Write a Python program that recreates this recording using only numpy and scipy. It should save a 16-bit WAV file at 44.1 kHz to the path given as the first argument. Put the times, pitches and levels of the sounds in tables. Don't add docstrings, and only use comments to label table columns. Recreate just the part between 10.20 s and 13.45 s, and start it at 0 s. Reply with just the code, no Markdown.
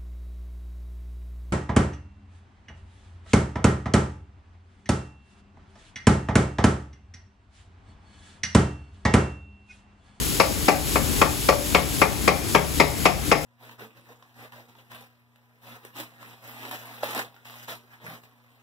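import sys
import numpy as np
from scipy import signal
from scipy.fft import rfft, irfft
from scipy.io import wavfile

SR = 44100
rng = np.random.default_rng(int(sys.argv[2]) if len(sys.argv) > 2 else 0)


def unload_wav(signal):
    wavfile.write(
        sys.argv[1],
        SR,
        np.round(np.clip(np.atleast_2d(signal).T, -1, 1) * 32767).astype(np.int16),
    )


N = 143325
TIME = np.arange(N) / SR
HZ = np.maximum(np.arange(N // 2 + 1) * SR / N, 1)


def from_db(db):
    return 10 ** (np.asarray(db) / 20)


def rms_one(x):
    return x / np.sqrt(np.mean(x ** 2) + 1e-20)


def at_hz(points, hz):
    f, value = np.transpose(points)
    return np.interp(np.log(hz), np.log(f), value)


def at_time(points, s):
    return np.interp(s, *np.transpose(points))


def colour(x, spectrum):
    size = x.shape[-1]
    hz = np.maximum(np.fft.rfftfreq(size, 1 / SR), 1)
    return irfft(rfft(x) * from_db(at_hz(spectrum, hz)), size)


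def bandpass(x, order, low_hz, high_hz):
    sos = signal.butter(order, [low_hz, high_hz], "band", fs=SR, output="sos")
    return signal.sosfilt(sos, x)


def drift(rate_hz):
    return rms_one(irfft(rfft(rng.standard_normal(N)) / (1 + (HZ / rate_hz) ** 2), N))


def pair(two, alike):
    c = np.clip(alike, -1, 1)
    mid = np.sqrt((1 + c) / 2) * two[0]
    side = np.sqrt((1 - c) / 2) * two[1]
    return np.array([mid + side, mid - side])


def add(out, x, s):
    i = max(int(s * SR), 0)
    out[:, i:i + x.shape[1]] += x[:, :out.shape[1] - i]


SINK_DB, SINK_GROWTH_DB_PER_S = 2.0, 1.5
SINK_FALL_S, SINK_HOLD_S, SINK_RECOVER_S = 0.028, 0.11, 0.096


def sink_db():
    corners_s = np.cumsum([0, SINK_FALL_S, SINK_HOLD_S, SINK_RECOVER_S])
    dips_db = []
    for s, *_ in CHOPS:
        depth_db = SINK_DB + SINK_GROWTH_DB_PER_S * s
        dips_db.append(depth_db * np.interp(TIME - s, corners_s, [0, 1, 1, 0]))
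    return -np.max(dips_db, axis=0)


# frequency in Hz, relative level in dB per Hz.
FAN = [(20, -26), (35, -7), (52, 1), (70, 3.5), (95, -4.5), (130, 1.5), (185, -2), (240, -1.5), (300, -5.5),
       (420, -11), (600, -20.5), (1000, -19), (2000, -21.5), (5000, -33.5)]
# frequency in Hz, gain in dB.
FAN_RIGHT = [(60, -4.5), (110, -5), (150, -16), (220, -12), (380, -6.5), (700, -7.5), (2000, -5.5)]
# frequency in Hz, correlation before clipping to -1..1.
FAN_ALIKE = [(60, 0.76), (110, 0.44), (190, -1.49), (380, 0.84), (700, 0.66), (2000, -0.017)]
# time in seconds, offset in dB.
RUMBLE_LEVEL = [(0, 1.5), (.55, -1.5), (.9, 1.5), (1.5, 0), (2.3, 1), (3.25, -0.5)]
FAN_DB, FAN_WAVER_DB, FAN_WAVER_HZ = -25, 1.0, 2.7
FAN_SINKS = 0.56
HUM_HZ, HUM_DB, HUM_WIDTH_HZ = 299, -36, 9


def extractor():
    noise = rfft(rng.standard_normal((2, N)))
    air = rms_one(colour(irfft(pair(noise, at_hz(FAN_ALIKE, HZ)), N), FAN))
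    air_db = FAN_DB + at_time(RUMBLE_LEVEL, TIME) + FAN_WAVER_DB * drift(FAN_WAVER_HZ)
    waver = drift(HUM_WIDTH_HZ) + 1j * drift(HUM_WIDTH_HZ)
    hum = rms_one(np.real(waver * np.exp(2j * np.pi * HUM_HZ * TIME)))
    both = from_db(air_db) * air + from_db(HUM_DB) * hum
    left, right = both * from_db(FAN_SINKS * sink_db())
    return np.array([left, colour(right, FAN_RIGHT)])


# frequency in Hz, relative level in dB per Hz.
SIZZLE = [(500, -2), (1000, -21.5), (1800, -4.5), (3000, 3), (5500, 3), (6400, 2), (7500, 2.5),
          (11000, 1.5), (13000, -1), (15500, -9.5), (16500, -20)]
# time in seconds, level in dB before sinking and flicker.
SIZZLE_LEVEL = [(0, -27.5), (.17, -27), (.3, -28.5), (.6, -29), (.85, -25.5), (1.3, -28), (1.75, -27.5),
                (2.05, -30), (2.35, -28.5), (2.7, -29), (3.1, -30), (3.25, -30)]
# frequency in Hz, gain in dB against left.
SIZZLE_RIGHT = [(500, -72.5), (2400, -3.5), (4400, -6.5), (5800, -12), (6600, 0), (16000, 7)]
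SIZZLE_FLICKER_DB, SIZZLE_FLICKER_HZ = 0.58, 17
SIZZLE_GRAIN_DB, SIZZLE_GRAIN_HZ = 1, 900
SIZZLE_ALIKE = 0.5


def sizzle():
    bursts = rng.standard_normal((2, N)) * from_db(SIZZLE_GRAIN_DB * drift(SIZZLE_GRAIN_HZ))
    left, right = rms_one(colour(pair(bursts, SIZZLE_ALIKE), SIZZLE))
    flicker_db = SIZZLE_FLICKER_DB * drift(SIZZLE_FLICKER_HZ)
    level_db = at_time(SIZZLE_LEVEL, TIME) + sink_db() + flicker_db
    return from_db(level_db) * np.array([left, colour(right, SIZZLE_RIGHT)])


# delay in seconds, lowest frequency in Hz, highest frequency in Hz, left gain, right gain.
ECHOES = [(.0068, 1500, 3000, 0.27, 0.24), (.0108, 457, 790, 0.56, 0.42), (0.0105, 1490, 2930, 0.1, 0.85),
          (.037, 120, 1150, 0.26, 0.15)]
# frequency in Hz, level in dB.
ROOM = [(150, -7), (350, -17.5), (650, -4), (1100, -17.5), (1600, -6.5), (2300, -12.5), (3200, -9),
        (5000, -4.5), (12000, -26)]
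# frequency in Hz, t60 in seconds.
ROOM_T60 = [(150, 0.15), (600, 0.47), (1200, 0.33), (1600, 0.33), (2250, 1), (3000, 0.14), (8000, 0.9)]
ROOM_DELAY_S = .018
ROOM_ALIKE = 0.36


def kitchen(x):
    out, t, tail = x.copy(), TIME[:x.shape[1]], 0
    for delay_s, low_hz, high_hz, left, right in ECHOES:
        add(out, bandpass(x, 1, low_hz, high_hz) * [[left], [right]], delay_s)
    edges_hz = np.geomspace(100, 16000, 13)
    for low_hz, high_hz in zip(edges_hz, edges_hz[1:]):
        hz = np.sqrt(low_hz * high_hz)
        decay = from_db(-60 * t / at_hz(ROOM_T60, hz))
        noise = pair(rng.standard_normal((2, len(t))), ROOM_ALIKE) * decay / np.linalg.norm(decay)
        tail = tail + from_db(at_hz(ROOM, hz)) * bandpass(noise, 2, low_hz, high_hz)
    add(out, signal.fftconvolve(x, tail, axes=1), ROOM_DELAY_S)
    return out


# pitch in Hz, relative level in dB, base t60 in seconds.
MODE_HZ = [151, 184, 299, 419, 538, 576, 609, 730, 817, 888, 1020, 1095, 1159, 1315, 1480, 1760, 2018, 2182,
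           2320, 2476, 2716, 4950]
MODE_LEVEL_DB = [-27, -21.5, -27.5, -10, -9, -27.5, -20.5, -12.5, -24, -8.5, -19, -8.5, -9, -0.5, -15, -24,
                 -28, -28.5, -19, -15, -23, -34.5]
MODE_T60_S = [0.63, 0.17, 0.064, 0.11, 0.069, 0.34, 0.15, 0.065, 0.25, 0.057, 0.037, 0.052, 0.085, 0.018,
              0.027, 0.016, 0.26, 0.23, 0.1, 0.035, 0.017, 0.081]
# time in seconds, factor on the t60 of the blade modes.
BLADE_FREE = [(0, 0.35), (1.2, 0.58), (2.1, 0.85), (3.2, 0.76)]
BLADE_FROM_HZ = 1900
MODE_DB, MODE_RIGHT_DB, MODE_SCATTER_DB = -0.5, -6, 1.0
MODE_SPREAD_RAD, MODE_DETUNE = .9, .004
BENDING_LAG_S, BENDING_POWER = 0.00047, 1.343
BUILD_CYCLES = 1.92


def ring(t, s, landing, right_phase_rad):
    hz, db, t60_s = np.array([MODE_HZ, MODE_LEVEL_DB, MODE_T60_S])[:, :, None]
    age = np.maximum(t - BENDING_LAG_S * (1000 / hz) ** BENDING_POWER, 0)
    build = from_db(db + MODE_DB) * np.minimum(age * hz / BUILD_CYCLES, 1)
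    ring_s = t60_s * np.where(hz > BLADE_FROM_HZ, at_time(BLADE_FREE, s), 1)
    scatter_db = MODE_SCATTER_DB * rng.standard_normal(hz.shape)
    strength = build * from_db(at_hz(landing, hz) - 60 * age / ring_s + scatter_db)
    turn = 2 * np.pi * hz * age * (1 + MODE_DETUNE * rng.standard_normal(hz.shape))
    modes = strength * np.sin([turn, turn + right_phase_rad])
    return modes.sum(1) * from_db([[0], [MODE_RIGHT_DB]])


# frequency in Hz, relative level in dB per Hz.
CLACK = [(120, -32), (300, -8), (600, 2.5), (850, 3), (1100, 2.5), (1300, -9.5), (1550, -7.5), (2000, 0),
         (2400, 3.5), (2750, -5.5), (3300, -20), (4100, -14.5), (5200, -9), (6500, -17.5), (9000, -20),
         (16000, -45)]
CLACK_DB, CLACK_T60_S, CLACK_HOLD_S, CLACK_RISE_S = -11.5, 0.088, 0.0066, 0.00023
CONTACT_ALIKE, CONTACT_RIGHT_DB = .5, -8.5


def contact_noise(t):
    return pair(rng.standard_normal((2, len(t))), CONTACT_ALIKE)


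def clack(t, landing):
    decay_db = -60 * np.maximum(t - CLACK_HOLD_S, 0) / CLACK_T60_S
    envelope = from_db(CLACK_DB + decay_db) * (1 - np.exp(-t / CLACK_RISE_S))
    spread = np.sqrt(np.mean(from_db(at_hz(CLACK, HZ)) ** 2))
    return colour(colour(contact_noise(t), CLACK), landing) / spread * envelope


THUMP_HZ, THUMP_DB, THUMP_PEAK_S, THUMP_WIDTH_S = 335, -6, 0.00495, 0.0021


def thump(t, db):
    after = t - THUMP_PEAK_S
    bell = np.exp(-(after / THUMP_WIDTH_S) ** 2)
    return from_db(db + THUMP_DB) * bell * np.sin(2 * np.pi * THUMP_HZ * after)


# frequency in Hz, relative level in dB per Hz.
TICK = [(1500, -71), (3200, 30.5), (5500, -1), (8000, 13.5), (16000, -27)]
TICK_DB, TICK_PEAK_S, TICK_WIDTH_S = -13, 0.0039, 0.00067


def edge_tick(t, db):
    bell = np.exp(-((t - TICK_PEAK_S) / TICK_WIDTH_S) ** 2)
    return from_db(db + TICK_DB) * bell * rms_one(colour(contact_noise(t), TICK))


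CHOPS = [(0.199, -2.5, -16, -15.5, -19.5, -5.5, -15, -16), (0.482, -4, -11.5, -18, -17, -4.5, -12, -18),
         (0.756, -3.5, -16, -23, -23.5, -9, -17.5, -28), (1.015, -3, -13, -19, -22, -4, -14, -20.5),
         (1.287, -4.5, -12.5, -12, -22, -4, -14.5, -17.5),
         (1.547, -2.5, -13.5, -20, -20.5, -6.5, -12.5, -21), (1.816, -5, -11.5, -19.5, -21, -2.5, -10, -19),
         (2.077, -5.5, -10.5, -16, -20.5, -3.5, -10, -15), (2.348, -3.5, -10.5, -16, -21, -5, -12, -19.5),
         (2.599, -1.5, -11.5, -19.5, -21, -7.5, -11.5, -19.5),
         (2.854, -5.5, -11, -17.5, -17.5, -3.5, -8.5, -14),
         (3.115, -2, -13.5, -20, -22.5, -7.5, -13, -19.5)]


def chops():
    out, t = np.zeros((2, N)), TIME[:SR // 2]
    rows = np.array(CHOPS)
    rows[:, 1:] -= rows[:, 1:].mean(0)
    right_phase_rad = MODE_SPREAD_RAD * rng.standard_normal((len(MODE_HZ), 1))
    for s, level, thump_db, low_knock, high_knock, clank, blade, tick in rows:
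        landing = [(430, thump_db), (520, low_knock), (600, low_knock), (700, high_knock),
                   (800, high_knock), (880, clank), (1400, clank), (2000, blade), (2900, blade),
                   (4000, tick)]
        contact = clack(t, landing) + thump(t, thump_db) + edge_tick(t, tick)
        contact = contact * from_db([[0], [CONTACT_RIGHT_DB]])
        blow = ring(t, s, landing, right_phase_rad) + contact
        add(out, from_db(level) * kitchen(blow), s)
    return out


def scene():
    return extractor() + sizzle() + chops()


PAIR_JOIN_HZ, PAIR_TURN_HZ, PAIR_LAG_S = 6400, 7000, .000238
CUTOFF_HZ = 15900


def record(dry):
    rounded = dry / (1 + (np.abs(dry) / .9) ** 6) ** (1 / 6)
    left, right = rfft(rounded)
    mid = (left + right) / 2
    joined = 1 / (1 + (PAIR_JOIN_HZ / HZ) ** 30)
    late = np.exp(-2j * np.pi * PAIR_LAG_S * np.maximum(HZ - PAIR_TURN_HZ, 0))
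    both = np.array([(left + joined * (mid - left)) * late, right + joined * (mid - right)])
    return irfft(both / np.sqrt(1 + (HZ / CUTOFF_HZ) ** 200), N)


dry = scene()
out = record(dry)
unload_wav(out)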